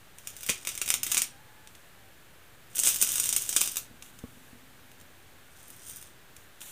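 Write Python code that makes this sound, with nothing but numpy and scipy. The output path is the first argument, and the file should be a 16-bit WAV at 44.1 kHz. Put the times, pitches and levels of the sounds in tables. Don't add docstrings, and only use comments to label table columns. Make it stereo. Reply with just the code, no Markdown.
import sys
import numpy as np
from scipy import signal
from scipy.fft import rfft, irfft, next_fast_len
from scipy.io import wavfile
from scipy.ndimage import uniform_filter1d

SR = 44100
rng = np.random.default_rng(int(sys.argv[2]) if len(sys.argv) > 2 else 0)


def waveform_to_disk(signal):
    frames = np.transpose(np.atleast_2d(signal))
    scaled = np.clip(frames, -1, 1) * 32767
    samples = np.round(scaled).astype(np.int16)
    wavfile.write(sys.argv[1], SR, samples)


def boost_factor(decibels):
    exponent = np.asarray(decibels, float) / 20
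    return 10 ** exponent


N = 295911
BURST_SAMPLES = 1024

# hz [Hz], likeness [0..1, below 0 counts as 0]
NOISE_LIKENESS = [(60, 0.047), (380, -0.28), (2380, -0.15), (15000, -0.12)]


def at_hz(points, hz):
    table_hz, value = np.transpose(points)
    return np.interp(np.log(hz + 1), np.log(table_hz), value)


def in_time(rows, outside):
    s, *columns = np.transpose(rows)
    return [np.interp(np.arange(N) / SR, s, c, outside, outside) for c in columns]


def rms_one(x):
    return x / np.sqrt(np.mean(x ** 2) + 1e-20)


def split_at(x, hz, kind):
    return signal.sosfilt(signal.butter(4, hz, kind, fs=SR, output="sos"), x)


def spell(start_s, length_s, edge_s):
    age_s = np.arange(N) / SR - start_s
    return age_s, np.clip(np.minimum(age_s, length_s - age_s) / edge_s, 0, 1)


def pair(mid, side, likeness, balance_db):
    alike = np.clip(likeness, 0, 1)
    mid = np.sqrt(1 + alike) * mid
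    side = np.sqrt(1 - alike) * side
    return np.array([(mid + side) * boost_factor(balance_db / 2), (mid - side) * boost_factor(-balance_db / 2)])


def coloured(spectrum, likeness, balance):
    size = next_fast_len(N)
    hz = np.fft.rfftfreq(size, 1 / SR)
    mid, side = rfft(rng.standard_normal((2, size)))
    both = pair(mid, side, at_hz(likeness, hz), at_hz(balance, hz))
    return rms_one(irfft(both * boost_factor(at_hz(spectrum, hz)), size)[:, :N])


def room_tone():
    tone_spectrum = [(180, -28), (300, -6), (484, -1.5), (590, -2.5), (769, -3.5), (1050, -5.5),
                     (1670, -2.5), (2040, -5.5), (2480, -6.5), (2690, -6.5), (3690, -8), (5130, -14),
                     (8560, -11.5), (9600, -13.5), (15500, -12)]
    tone_balance = [(60, 19), (180, 15), (550, 5), (1650, 10), (4970, 4), (15000, 1.5)]
    return boost_factor(-53) * coloured(tone_spectrum, NOISE_LIKENESS, tone_balance)


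def tremor():
    # s [s], level_db [dB]
    effort = [
        (0.0, -63),
        (1.14, -57.5),
        (1.34, -61.5),
        (2.49, -63),
        (3.12, -56),
        (4.09, -61.5),
        (5.53, -63.5),
        (5.79, -60),
        (6.71, -64.5),
    ]
    rumble_spectrum = [(12, -22), (20, 1), (27, -22), (46, -7.5), (70, -5.5), (98, -2), (300, -12.5),
                       (390, -13), (660, -120)]
    casing_spectrum = [(150, -50), (225, -26), (255, 8.5), (290, -11), (420, -24.5)]
    # middle_s [s], half_length_s [s], level_db [dB]
    hum_spells = [
        (1.098, 0.23, -54),
        (4.497, 0.83, -60.5),
        (5.806, 0.28, -66.5),
    ]
    rumble_db, = in_time(effort, None)
    t_s = np.arange(N) / SR
    hum = sum(boost_factor(level_db) * np.exp(-((t_s - middle_s) / half_s) ** 2)
              for middle_s, half_s, level_db in hum_spells)
    alike, lean_db = [(30, 0.5), (300, 0.24)], [(30, 11.0), (300, 4.7)]
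    rumble = boost_factor(rumble_db + 3.0) * coloured(rumble_spectrum, alike, lean_db)
    return rumble + hum * coloured(casing_spectrum, alike, lean_db)


def bursts(low_db, top_db, life_s, ring):
    # hz [Hz], density_db [dB per Hz]
    left_spectrum = [(80, -59), (200, -17), (900, -24), (1400, -16), (1800, -21.5), (2700, -11),
                     (3400, -10.5), (4500, -16.5), (6000, -11), (7200, -8), (8500, 1.5), (9700, -0.5),
                     (11000, -12), (15500, -10.5)]
    # hz [Hz], density_db [dB per Hz]
    right_spectrum = [(80, -27), (300, -19), (900, -26), (1400, -17.5), (1800, -19.5), (3300, -11),
                      (4500, -16), (6600, -1), (8200, -10), (9400, -5.5), (11200, -6.5), (12800, -6.5),
                      (13800, 0), (15500, -8)]
    snap_likeness = [(300, 1), (1400, 0.85), (3000, 0.55), (4400, 0.11), (6200, 0.79), (9000, 0.16),
                     (12000, 0.43)]
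    crack_db, crack_t60_s, right_lag_s = 10, 0.0022, -0.000014
    t_s, hz = np.arange(BURST_SAMPLES) / SR, np.fft.rfftfreq(BURST_SAMPLES, 1 / SR)
    age_s = np.maximum(t_s - 26 / SR, 0)
    rattle = boost_factor(-60 * age_s / life_s[:, None, None])
    crack = boost_factor(crack_db - 60 * age_s / crack_t60_s)
    shape = (1 - np.exp(-age_s / 0.00018)) * (rattle + crack)
    spectra = rfft(rng.standard_normal((len(life_s), 2, BURST_SAMPLES)) * shape)
    spectra = spectra / np.sqrt(uniform_filter1d(np.abs(spectra) ** 2, size=36))
    left, right = pair(spectra[:, 0], spectra[:, 1], at_hz(snap_likeness, hz), 0)
    lag = np.exp(-2j * np.pi * hz * right_lag_s)
    both = np.array([left * boost_factor(at_hz(left_spectrum, hz)), right * boost_factor(at_hz(right_spectrum, hz)) * lag])
    end_hz, width_hz, end_db = ring
    both = both * boost_factor(end_db * np.exp(-((hz - end_hz) / width_hz) ** 2))
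    peak = np.sqrt(np.mean(irfft(both) ** 2, axis=0).max(axis=1))
    low = 1 / (1 + (hz / 4700) ** 8)
    top = 1 / (1 + (11300 / (hz + 1)) ** 12)
    colour = boost_factor(np.outer(low_db, low) + np.outer(top_db, top))
    return irfft(both * colour / peak[:, None])


def showers(per_s, spread_db):
    # s [s], level_db [dB]
    effort_curves = [
        [(0.15, -66), (0.49, -45.5), (0.62, -51), (0.724, -45.5), (1.01, -77), (1.086, -38.5), (1.22, -39),
         (1.3, -77)],
        [(2.7, -63), (2.84, -29.5), (2.94, -36.5), (3.1, -32), (3.47, -38.5), (3.644, -33.5), (3.85, -57.5)],
        [(5.5, -68), (5.566, -59.5), (5.84, -53.5), (5.87, -46.5), (6.1, -59.5), (6.15, -90)],
    ]
    body_db = [
        -0.5,
        -5,
        -4.5,
    ]
    ticks = (rng.random(N) < per_s / SR) * boost_factor(spread_db * np.minimum(rng.exponential(1, N), 4))
    kinds = bursts(np.zeros(12), np.zeros(12), np.full(12, 0.004), (9050, 850, 5.5))
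    dealt = rng.integers(0, 12, N)
    hail = 0
    for k in range(12):
        hail = hail + signal.fftconvolve(ticks[None] * (dealt == k), kinds[:, k], axes=1)[:, :N]
    hail = rms_one(hail)
    low, high = split_at(hail, 4700, "low"), split_at(hail, 4700, "high")
    out = 0
    for rows, low_db in zip(effort_curves, body_db):
        level_db, = in_time(rows, -150)
        out = out + boost_factor(level_db) * (high + boost_factor(low_db + 9) * low)
    return out


def snaps(rows, ring, top_db):
    s, peak_db, t60_ms, low_db = np.transpose(rows)
    top_db = top_db + 3 * rng.standard_normal(len(s)) - 0.28 * (peak_db + 14)
    life_s = 1.81 * np.clip(t60_ms, 1, 22) / 1000
    sounds = bursts(low_db + 10.5, top_db + 7.5, life_s, ring) * boost_factor(peak_db + 2.5)[:, None]
    out = np.zeros((2, N + BURST_SAMPLES))
    for k, at in enumerate(np.round(s * SR).astype(int) - 32):
        out[:, at:at + BURST_SAMPLES] += sounds[:, k]
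    return out[:, :N]


def tiled_room(x, gap_s):
    tile_bands = np.array([(500, 0.34, 1), (2580, 0.25, 4), (4470, 0.29, 3), (5960, 0.2, 7),
                           (8900, 0.24, -3), (15000, 0.15, 6.5)])
    early_t60_s, late_db = 0.07, 1
    t_s = np.arange(SR // 2) / SR
    edges_hz = 200 * 2.0 ** np.arange(0, 6.6, 1 / 3)
    tail = 0
    for low, high in zip(edges_hz, edges_hz[1:]):
        sos = signal.butter(2, [low, high], "band", fs=SR, output="sos")
        band = signal.sosfilt(sos, rng.standard_normal((2, len(t_s))))
        t60_s, level_db = (at_hz(tile_bands[:, [0, k]], np.sqrt(low * high)) for k in (1, 2))
        decay = boost_factor(-60 * t_s / early_t60_s) + boost_factor(late_db - 60 * t_s / t60_s)
        tail = tail + band * boost_factor(level_db) * decay
    tail = tail * np.clip(t_s / gap_s - 1, 0, 1)
    return signal.fftconvolve(x, tail / np.sqrt(np.sum(tail ** 2) / 2), axes=1)[:, :N]


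def knocks():
    grip_knocks = [
        (0.494, -35, 16.5),
        (.4995, -41, 20.5),
        (3.911, -47, 1),
        (3.941, -52.5, 0),
        (4.239, -34.5, 6.5),
        (4.372, -54, 11),
        (4.530, -49, 2),
        (4.555, -51, -4),
        (5.018, -55, -3),
    ]
    # hz [Hz], level_db [dB], t60_s [s]
    hand_modes = [
        (102, 8.5, 0.032),
        (187, 7.5, 0.027),
        (240.5, 9, 0.07),
        (449.5, -4, 0.05),
        (1110, -19, 0.1),
    ]
    s, peak_db, upper_db = np.transpose(grip_knocks)
    out = np.zeros(N)
    for hz, level_db, t60_s in hand_modes:
        push = np.full(N, 1e-18)
        push[np.round(s * SR).astype(int)] = -boost_factor(peak_db + level_db - 7 + upper_db * (hz > 300))
        r, w = boost_factor(-60 / (t60_s * SR)), 2 * np.pi * hz / SR
        out += signal.lfilter([0, np.sin(w)], [1, -2 * r * np.cos(w), r * r], push)
    return signal.sosfilt(signal.butter(2, 55, "high", fs=SR, output="sos"), out) * boost_factor([[1.2], [-1.2]])


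def whine(octave_db):
    whine_spells = [
        (1.31, 0.092, 800, 5, -66.5),
        (1.367, 0.33, 858, 12, -70.5),
        (1.956, .15, 787, -150, -75),
    ]
    flutter_sos = signal.butter(2, 14, fs=SR, output="sos")
    flutter = rms_one(signal.sosfilt(flutter_sos, rng.standard_normal(N)))
    out = 0
    for start_s, length_s, hz, glide, level_db in whine_spells:
        age_s, gain = spell(start_s, length_s, edge_s=0.024)
        phase = 2 * np.pi * (hz + glide * age_s / 2) * age_s
        tone = np.sin(phase) + boost_factor(octave_db) * np.sin(2 * phase)
        out = out + gain * boost_factor(level_db + 7.0 + 2.9 * flutter) * tone
    return out * boost_factor([[2.5], [-2.5]])


def slides():
    skin_slides = [
        (1.676, -68, 18, 0.23),
        (4.023, -55, 90, 0.096),
        (4.114, -67, 1, 0.43),
        (6.36, -66, 5, .1),
        (6.602, -47.5, 40, 0.052),
        (6.643, -48.5, 32, .1),
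    ]
    skin_spectrum = [(880, -9), (1500, -9), (2110, -7), (3380, -1), (4060, -4), (5240, -17), (5670, -5),
                     (7160, 1), (11400, -2.5), (15500, -7.5)]
    gain = 0
    for start_s, level_db, fade_db, length_s in skin_slides:
        age_s, touch = spell(start_s, length_s, edge_s=0.017)
        gain = gain + touch * boost_factor(level_db + 7.0 - fade_db * np.clip(age_s, 0, length_s))
    lean_db = [(3000, 0), (6500, -6), (9000, 9.5), (14000, -13)]
    return gain * coloured(skin_spectrum, NOISE_LIKENESS, lean_db)


def scene():
    # s [s], peak_db [dB], t60_ms [ms], low_body_db [dB re peak]
    bend_1 = [(0.185, -30.5, 11, -6), (0.2727, -20.5, 6.2, -9), (0.302, -36, 8.5, -10), (0.366, -28, 7, -9),
              (0.408, -30, 8, -10), (0.4317, -25, 26, -6.5), (0.4643, -24, 8, -9), (0.4891, -16, 6.2, -0.5),
              (0.4936, -12.5, 10, 2), (0.4989, -8, 13, -10.5), (0.6504, -27.5, 7.9, -2),
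              (0.6722, -12.5, 15.5, -5.5), (0.69, -18, 10, -9.5), (0.7526, -24, 5.1, -10),
              (0.7771, -18.5, 6.9, -9), (0.816, -11.5, 12.5, -6.5), (0.86, -20.5, 20, -10),
              (0.8779, -17.5, 14, -3), (0.8888, -12.5, 7, -9.5), (0.9034, -2, 2.9, -8.5),
              (0.9405, -7, 4, -6.5), (1.0323, -13, 9.8, -11), (1.0473, -27, 11, -10),
              (1.0663, -16, 14, -5.5), (1.117, -10, 13, -9), (1.1212, -7, 4.3, -11.5),
              (1.1459, -9.5, 8.2, -7), (1.1699, -9, 6.9, -3), (1.1775, -6.5, 21, -12),
              (1.219, -4.5, 7.9, -10)]
    bend_2 = [(2.751, -29, 14, -2), (2.7565, -18, 21, -19), (2.7662, -24, 5.1, -9), (2.7694, -18, 9, -7.5),
              (2.7824, -11.5, 8.8, -9.5), (2.7913, -6.5, 5.2, -13), (2.799, -7, 3.5, -30),
              (2.8357, -6, 3.2, -13), (2.8494, -13, 27, -7), (2.857, -9, 27, -17), (2.866, -9, 5, -5),
              (2.8721, -5, 18, -10.5), (2.8787, -15.5, 23, -9), (2.882, -10, 24, -16),
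              (2.8897, -8, 7.8, -11), (2.8994, -18, 24, -6), (2.9164, -20, 6, -10), (2.9438, -16, 24, -13),
              (2.9606, -12, 28, -10.5), (3.0145, -8.5, 33, -14), (3.0247, -6, 21, -11),
              (3.0266, -21.5, 20, -3),
              (3.09, -15, 9.8, -18), (3.1188, -13, 11, -15), (3.139, -18, 2.5, -12),
               (3.157, -12.5, 28, -9), (3.181, -11.5, 7.3, -11), (3.1989, -3, 11.4, -13.5),
               (3.234, -16, 9.1, -10), (3.2402, -11, 3.5, -16), (3.257, -16, 23, -9.5),
               (3.274, -26, 7, -24), (3.2912, -5, 8.8, -15), (3.327, -12, 25, -9),
               (3.364, -6.5, 11.6, -9.5), (3.421, -19, 8.3, -24), (3.492, -9.5, 10, -11),
               (3.5278, -12.5, 5.3, -8.5), (3.5641, -2.5, 18.5, -7.5), (3.6098, -9.5, 13, -15),
               (3.6146, -5, 2.2, -6), (3.637, -30, 5.7, -6), (3.659, -19, 11, -7), (3.6755, -11, 2.1, -9),
               (3.718, -28, 7.2, -22), (3.758, -20, 8, -6.5), (3.7696, -8.5, 6.2, -9),
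               (3.7815, -24, 5.3, -7)]
    bend_3 = [(5.63, -37, 6, -14), (5.6815, -40, 6, -12), (5.7032, -33, 8, -6), (5.7641, -44, 10, -6),
              (5.883, -35, 24, -19), (5.898, -29, 5.5, -8), (5.911, -36, 8, -17), (5.916, -34, 10, -15),
              (5.9605, -32.5, 8, -8), (5.9687, -34.5, 21, -7), (6.0131, -36, 21, -4), (6.0265, -31, 4, -2),
              (6.0727, -44, 6, -9)]
    finger_ticks = [(1.674, -32.5, 8.5, 0), (1.7512, -39.5, 19, 0), (4.0237, -31, 14, -0.5),
                    (4.0616, -45, 21, 3), (4.1887, -39, 23, -3), (4.916, -44, 21, -1), (5.0, -44, 21, -8),
                    (5.012, -44, 21, 0), (6.365, -35, 16, -4), (6.6066, -34.5, 24, -6),
                    (6.6161, -31.5, 10, -1.5)]
    # hz [Hz], width_hz [Hz], level_db [dB]
    free_end = [
        (2220, 400, 6.5),
        (8700, 1000, 2),
        (9450, 1000, 8.5),
        (6000, 1900, 1.5),
    ]
    grip_top_db = [
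        -12.5,
        -10.5,
        -10,
        -17,
    ]
    grips = zip([bend_1, bend_2, bend_3, finger_ticks], free_end, grip_top_db)
    first, second, third, fingers = (snaps(*grip) for grip in grips)
    bar = first + second + third + showers(per_s=450, spread_db=1.5)
    tail = tiled_room(boost_factor(-1.5) * bar + boost_factor(-7.5) * fingers, gap_s=0.00043)
    hands = fingers + knocks() + slides() + tremor()
    return bar + tail + hands + whine(octave_db=-4.5) + room_tone()


def band_limit(x):
    return signal.sosfilt(signal.butter(12, 16640, fs=SR, output="sos"), x)


def record(dry):
    limited = signal.sosfilt(signal.cheby2(13, 38, 15750, fs=SR, output="sos"), dry)
    mix = np.tanh(limited / 1.543) * 1.457 - 0.0015
    return band_limit(mix)


dry = scene()
out = record(dry)
waveform_to_disk(out)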